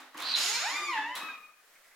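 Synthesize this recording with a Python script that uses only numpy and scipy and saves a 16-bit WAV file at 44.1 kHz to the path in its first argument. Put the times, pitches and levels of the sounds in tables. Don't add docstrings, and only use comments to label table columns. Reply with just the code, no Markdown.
import sys
import numpy as np
from scipy import signal
from scipy.fft import rfft, irfft
from scipy.io import wavfile
from scipy.ndimage import uniform_filter1d

SR = 44100
rng = np.random.default_rng(int(sys.argv[2]) if len(sys.argv) > 2 else 0)


def decibels_to_gain(level_db):
    exponent = np.asarray(level_db, float) / 20
    return 10 ** exponent


def unload_wav(signal):
    wavfile.write(
        sys.argv[1],
        SR,
        np.round(np.clip(np.atleast_2d(signal).T, -1, 1) * 32767).astype(np.int16),
    )


N = 85995
T = np.arange(N) / SR


def curve(rows, col, edge_s=0):
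    r = np.array(rows, float)
    value = np.interp(T, r[:, 0], r[:, col])
    if not edge_s:
        return value
    inside_s = np.minimum(T - r[0, 0], r[-1, 0] - T)
    return np.clip(inside_s / edge_s + 1, 0, 1) * decibels_to_gain(value)


def over_hz(rows, hz):
    r = np.array(rows, float)
    return np.interp(np.log(hz + 1), np.log(r[:, 0]), r[:, 1])


def unit(x):
    return x / np.sqrt(np.mean(x ** 2))


def band(x, hz, width_hz):
    b, a = signal.iirpeak(min(hz, .45 * SR), hz / width_hz, fs=SR)
    return signal.lfilter(b, a, x)


def body(x, rows):
    return sum((-1) ** k * decibels_to_gain(db) * band(x, hz, width_hz) for k, (hz, width_hz, db) in enumerate(rows))


def walk(rate_hz):
    hold = int(SR / rate_hz)
    steps = np.repeat(rng.standard_normal(N // hold + 1), hold)
    return 1.26 * uniform_filter1d(uniform_filter1d(steps, hold), hold)[:N]


def pair(colour):
    # hz, left-right likeness [0-1]
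    likeness = [(30, 0.7), (125, .995), (300, 0.98), (500, 0.89), (1000, 0.87), (2000, 0.5), (4000, 0.1),
                (8000, 0)]
    hz = np.arange(N // 2 + 1) * SR / N
    alike = np.clip(over_hz(likeness, hz), 0, 1)
    mid, side = rfft(rng.standard_normal((2, N))) * decibels_to_gain(over_hz(colour, hz))
    mid = mid * np.sqrt(1 + alike)
    side = side * np.sqrt(1 - alike)
    return unit(irfft(np.array([mid + side, mid - side]), N))


def stack(hz, orders, jitter, wobble_db, spread_rad=0):
    phase = 2 * np.pi * np.cumsum(hz * (1 + jitter * walk(150))) / SR
    waver = [walk(45) for _ in range(11)]
    tone = 0
    for k, gain in orders:
        level = gain * decibels_to_gain(wobble_db * waver[int(k) % 11])
        tone = tone + level * np.cos(k * phase + spread_rad * waver[int(k * 3 + 1) % 11])
    return tone * decibels_to_gain(wobble_db / 2 * walk(60.4)), phase


def air():
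    # hz, db_per_hz
    air_colour = [(20, -4), (60, -29), (200, -22.5), (650, -6.5), (900, -12.5), (1700, -3), (2600, -11.5),
                  (16000, -16.5)]
    return decibels_to_gain(-63.5) * pair(air_colour) * decibels_to_gain(1.25 * walk(9.48))


def rub():
    # start_s, level_db
    rub_level = [(0, -53), (.13, -59.5), (.2, -40), (.6, -50), (.8, -41), (.9, -53), (.97, -41.5),
                 (1.03, -45), (1.13, -55), (1.17, -40), (1.35, -54.5), (1.55, -76), (1.95, -69)]
    # hz, db_per_hz
    rub_colour = [(60, -45), (150, -26.5), (300, -19), (1100, -2.5), (2200, -7.5), (4000, -13.5),
                  (7000, -23), (15000, -54.5)]
    flicker_db = 1.5
    return pair(rub_colour) * decibels_to_gain(curve(rub_level, 1) + flicker_db * walk(23.8))


def hits():
    # start_s, peak_db, bright_db, length_s
    blows = [(0.002, -45.5, -12, 0.011), (0.019, -47, -19, 0.00093), (0.143, -37.5, -28, 0.0054),
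             (0.152, -40, -43, 0.0027), (0.1724, -38.5, 11, 0.0015), (0.178, -32, 8, 0.0009),
             (.187, -44, 12, 0.0011), (0.196, -41, 8, .001), (.2015, -33.5, 15, 0.0025),
             (0.221, -33.5, -6, 0.0027), (0.339, -18, -62, 0.0016), (0.3484, -25, -60, 0.0016),
             (0.350, -18, -57, 0.0026), (0.356, -30, -47, 0.00093), (0.7574, -27, -50, 0.0017),
             (.93, -32.5, -24, .02), (0.97, -27, -40, 0.007), (0.966, -36.5, -25, .02),
             (1.146, -64, 1, .005), (1.1525, -31.5, -2, 0.0096), (1.154, -41, -30, 0.0038),
             (1.156, -35.5, -28, 0.0069), (1.175, -36.5, -10.5, 0.0038), (1.216, -35, -34, 0.0035),
             (1.229, -35, -30, 0.0047), (1.243, -39, -29, 0.0025), (1.284, -41, -35, 0.0059),
             (1.34, -62, -26, 0.0032), (1.736, -57, -9, 0.0078), (1.753, -54.5, -21, 0.0047),
             (1.844, -55.5, -5, 0.027), (1.879, -56, -2, 0.0065), (1.911, -54, -11.5, 0.0067)]
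    ring_hz = [870, 3760, 1100, 910, 2540, 3000, 2500, 3000, 1970, 1100, 4130, 3570, 3930, 4000, 2070, 2880,
               1800, 3300, 8630, 3610, 3000, 4080, 1200, 1176, 1305, 1100, 2416, 2000, 2060, 2300, 2040,
               1610, 2080]
    # hz, width_hz, level_db
    panel = [(169, 39, -7), (300, 91, 8.5), (600, 900, -10), (1100, 1100, -16), (1800, 390, 4)]
    out, t = np.zeros(N + 8000), np.arange(8000) / SR
    chance = rng.standard_normal((len(blows), 8000))
    for (start_s, peak_db, bright_db, length_s), hz, noise in zip(blows, ring_hz, chance):
        decay = np.exp(-t / length_s)
        push = noise * decay * (1 - np.exp(-(t / .0013) ** 2))
        crack = noise * np.exp(-t / (0.00076 + 1.5 * length_s))
        ring = push + .7 * np.sin(2 * np.pi * hz * t) * decay * (length_s < .0027)
        for _ in range(2):
            crack = band(crack, 6300, 12000)
        for _ in range(3):
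            ring = band(ring, hz, hz / 4)
        panel_share = min(1300 / hz, 1) ** 4
        blow = decibels_to_gain(14.5) * ring + panel_share * body(push, panel) + decibels_to_gain(bright_db) * crack
        first = int(start_s * SR)
        out[first:first + len(t)] += decibels_to_gain(peak_db) * blow / np.abs(blow).max()
    return out[:N]


def groan():
    # start_s, pitch_hz, level_db
    groan_rows = [(.7, 291.4, -73), (.742, 300, -47.5), (.775, 325, -64), (.826, 358.4, -42),
                  (.862, 351, -57), (.902, 347.6, -43), (.95, 300, -63), (1.0, 289.7, -51),
                  (1.12, 295, -53.5), (1.15, 289, -79)]
    # centre_s, pitch_hz, level_db, length_s
    hums = [
        (0.0057, 262.8, -61.5, 0.11),
        (0.56, 215, -59.5, 0.053),
        (0.55, 2340, -36.5, .012),
        (0.9, 1188, -27.5, 0.011),
        (0.89, 2470, -38, 0.026),
        (1.03, 3500, -44.5, .03),
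        (1.3, 1600, -37, .014),
        (0.79, 1500, -48, .04),
        (1.113, 590, -50, .026),
    ]
    orders = [(1, 0.8), (2, decibels_to_gain(-18.5))]
    tone = stack(curve(groan_rows, 1), orders, jitter=0.0034, wobble_db=1.0)[0]
    out = decibels_to_gain(3.5) * tone * curve(groan_rows, 2, edge_s=0.037)
    for centre_s, hz, db, length_s in hums:
        out = out + decibels_to_gain(db) * np.cos(2 * np.pi * hz * T) * np.exp(-((T - centre_s) / length_s) ** 2)
    return out


def seal():
    # start_s, centre_hz, level_db
    peel = [(.18, 3300, -66), (.215, 3720, -41.5), (.25, 4170, -37), (.28, 4300, -36.5), (.305, 4324, -34),
            (.322, 4300, -34.5), (.332, 4100, -37), (.345, 4020, -38)]
    # hz, width_hz, level_db
    seal_body = [(1100, 540, -10), (1800, 5100, -54), (236, 280, -20), (3000, 950, -7), (8700, 6500, -28.5)]
    crackle = rng.standard_normal(N) * decibels_to_gain(2.6 * rng.exponential(size=N)) * decibels_to_gain(0.9 * walk(123))
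    slow = signal.lfilter(*signal.butter(2, 400 / SR * 2), crackle)
    ring = 2 * slow * np.cos(2 * np.pi * np.cumsum(curve(peel, 1)) / SR)
    hiss = unit(ring + decibels_to_gain(-3) * body(crackle, seal_body))
    return decibels_to_gain(0.5) * hiss * curve(peel, 2, edge_s=0.0042)


def hinge():
    # start_s, slip_hz, level_db, top of slip spectrum [octaves over 1 kHz], pure_lowest_tone_db
    slip_rows = [(.36, 237, -33, 3.9, -80), (.385, 274.8, -29, 3.57, -77), (.42, 335, -29, 3.3, -62.5),
                 (.506, 421.2, -31.5, 3.12, -52), (.582, 511.4, -30.5, 2.23, -49.5),
                 (.62, 622.5, -35, 2.43, -48.5), (.67, 883.3, -33, 2.23, -37), (.7, 1010, -38, 2.9, -49),
                 (.735, 1146, -33.5, 2.24, -36), (.78, 1211, -36, 2.5, -42.5), (.852, 1199, -38, 2.52, -38),
                 (.89, 1096, -33, 1.7, -54), (.925, 992.3, -35.5, 1.38, -46.5),
                 (.965, 877.7, -37, 1, -35.5), (1.03, 859, -42.5, 0.5, -36),
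                 (1.07, 922.4, -40, 0.96, -43.5), (1.115, 996.7, -50.5, 1.16, -41.5),
                 (1.155, 1022, -63, 0.49, -42)]
    # hz, width_hz, level_db
    hinge_body = [(870, 121, -1.5), (1250, 410, -1), (1800, 700, 0.5), (2600, 760, 2.5), (3300, 780, -3),
                  (3704, 376, 2), (4300, 320, 0.5), (5226, 410, 2.5), (6320, 230, -15.5), (7430, 2400, -8),
                  (10290, 390, -2.5), (11100, 2100, -7), (14400, 4200, -14), (450, 550, -14.5)]
    # hz, width_hz, level_db
    steel = [(6740, 230, 1), (7150, 300, -9), (9880, 220, -10)]
    grit_db, scrape_db, slip_jitter = -13, 10, .005
    hz = curve(slip_rows, 1)
    top_hz = 1000 * 2 ** curve(slip_rows, 3)
    orders = []
    for k in range(1, 66):
        gain = (k * hz < 16000) * (.6 if 3 < k < 9 else 1)
        orders.append((k, gain / np.sqrt(1 + (k * hz / top_hz) ** 6)))
    jitter = slip_jitter * np.clip(1000 / hz, 0, 2.4) ** 1.2
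    slips, phase = stack(hz, orders, jitter, wobble_db=3, spread_rad=1.1)

    noise = decibels_to_gain(grit_db) * rng.standard_normal(N) * (top_hz / 2000) ** 1.5 * 800 / (hz + 200)
    since_slip = np.cos(phase) - 1
    grit = noise * np.exp(2.5 * since_slip)
    scrape = decibels_to_gain(scrape_db) * noise * np.exp(.7 * since_slip) * np.clip(1.25 - hz / 1100, .15, 1)
    rung = body(slips + grit, hinge_body)
    rung = rung + band(scrape, 2790, 1600) - band(scrape, 5140, 2040) + decibels_to_gain(-7.0) * band(scrape, 1600, 940)
    rung = rung + decibels_to_gain(8) * body(slips + 1.6 * grit, steel)
    rung = rung / np.sqrt(uniform_filter1d(rung ** 2, size=3000))
    rattle = decibels_to_gain(-2.0) * rung * curve(slip_rows, 2, edge_s=0.0048)

    pure = sum(decibels_to_gain(db + 2.07 * walk(50.78)) * np.cos(k * phase) for k, db in enumerate([0, -5., -9.], 1))
    return rattle, pure * curve(slip_rows, 4, edge_s=0.0022)


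def squeak():
    # start_s, pitch_hz, level_db, overtones_db
    squeal = [(1.185, 1279, -57, 7), (1.225, 1275, -47.5, 7), (1.26, 1292, -46, -1.5),
              (1.305, 1250, -49, 7), (1.345, 1230, -52, 4.5), (1.385, 1224, -52, -13),
              (1.435, 1235, -61, 9), (1.48, 1225, -51.5, -17), (1.5, 1236, -51, -16)]
    # multiple, level_db
    squeal_orders = [(1, 0.5), (2, -0.5), (3, -7.5), (4, -25), (6, -30)]
    over_db = curve(squeal, 3)
    rounding_db = -83 * (T - 1.2575)
    orders = [(k, decibels_to_gain(db + (k > 1) * over_db + (k > 2) * rounding_db)) for k, db in squeal_orders]
    tone = stack(curve(squeal, 1), orders, jitter=0.003, wobble_db=2.0)[0]
    return decibels_to_gain(-2.0) * tone * curve(squeal, 2, edge_s=0.0054)


def room():
    # hz, t60_s
    room_t60 = [(100, 0.67), (500, 0.39), (2000, 0.65), (5000, 0.41), (10000, 0.26), (16000, 0.78)]
    noise, tail = pair([(20, 0), (20000, 0)]), 0
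    for hz in 90 * 2 ** np.arange(0, 7.6, .5):
        tail = tail + band(noise, hz, hz / 3) * decibels_to_gain(-60 * T / over_hz(room_t60, hz))
    tail = tail * np.clip((T - .001) / 0.0086, 0, 1)
    return decibels_to_gain(-0.5) * tail / np.sqrt(np.mean(np.sum(tail ** 2, axis=1)))


def scene():
    # start_s, left_minus_right_db
    pan = [(0, -.6), (.35, -2.8), (.6, -1.9), (.85, .3), (1.1, .3), (1.35, 1.7), (1.6, 3.5), (1.8, -2.5)]
    rattle, pure = hinge()
    thin = squeak()
    door = rattle + decibels_to_gain(-8.0) * pure + seal() + hits() + decibels_to_gain(-3.5) * thin
    door = signal.lfilter(*signal.butter(2, 170 / SR * 2, "high"), door)
    wet = signal.fftconvolve(door[None], room(), axes=1)[:, :N]
    direct = decibels_to_gain(-1.0) * door + decibels_to_gain(-8.5) * thin + decibels_to_gain(-1.5) * pure
    pan_db = curve(pan, 1)
    lean = decibels_to_gain(np.array([pan_db, -pan_db]) / 2)
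    return (direct + wet + rub()) * lean + decibels_to_gain(-3.0) * groan() + air()


def band_limit(x):
    return signal.sosfilt(signal.butter(12, 16480, fs=SR, output="sos"), x)


def record(dry):
    return band_limit(dry)


dry = scene()
out = record(dry)
unload_wav(out)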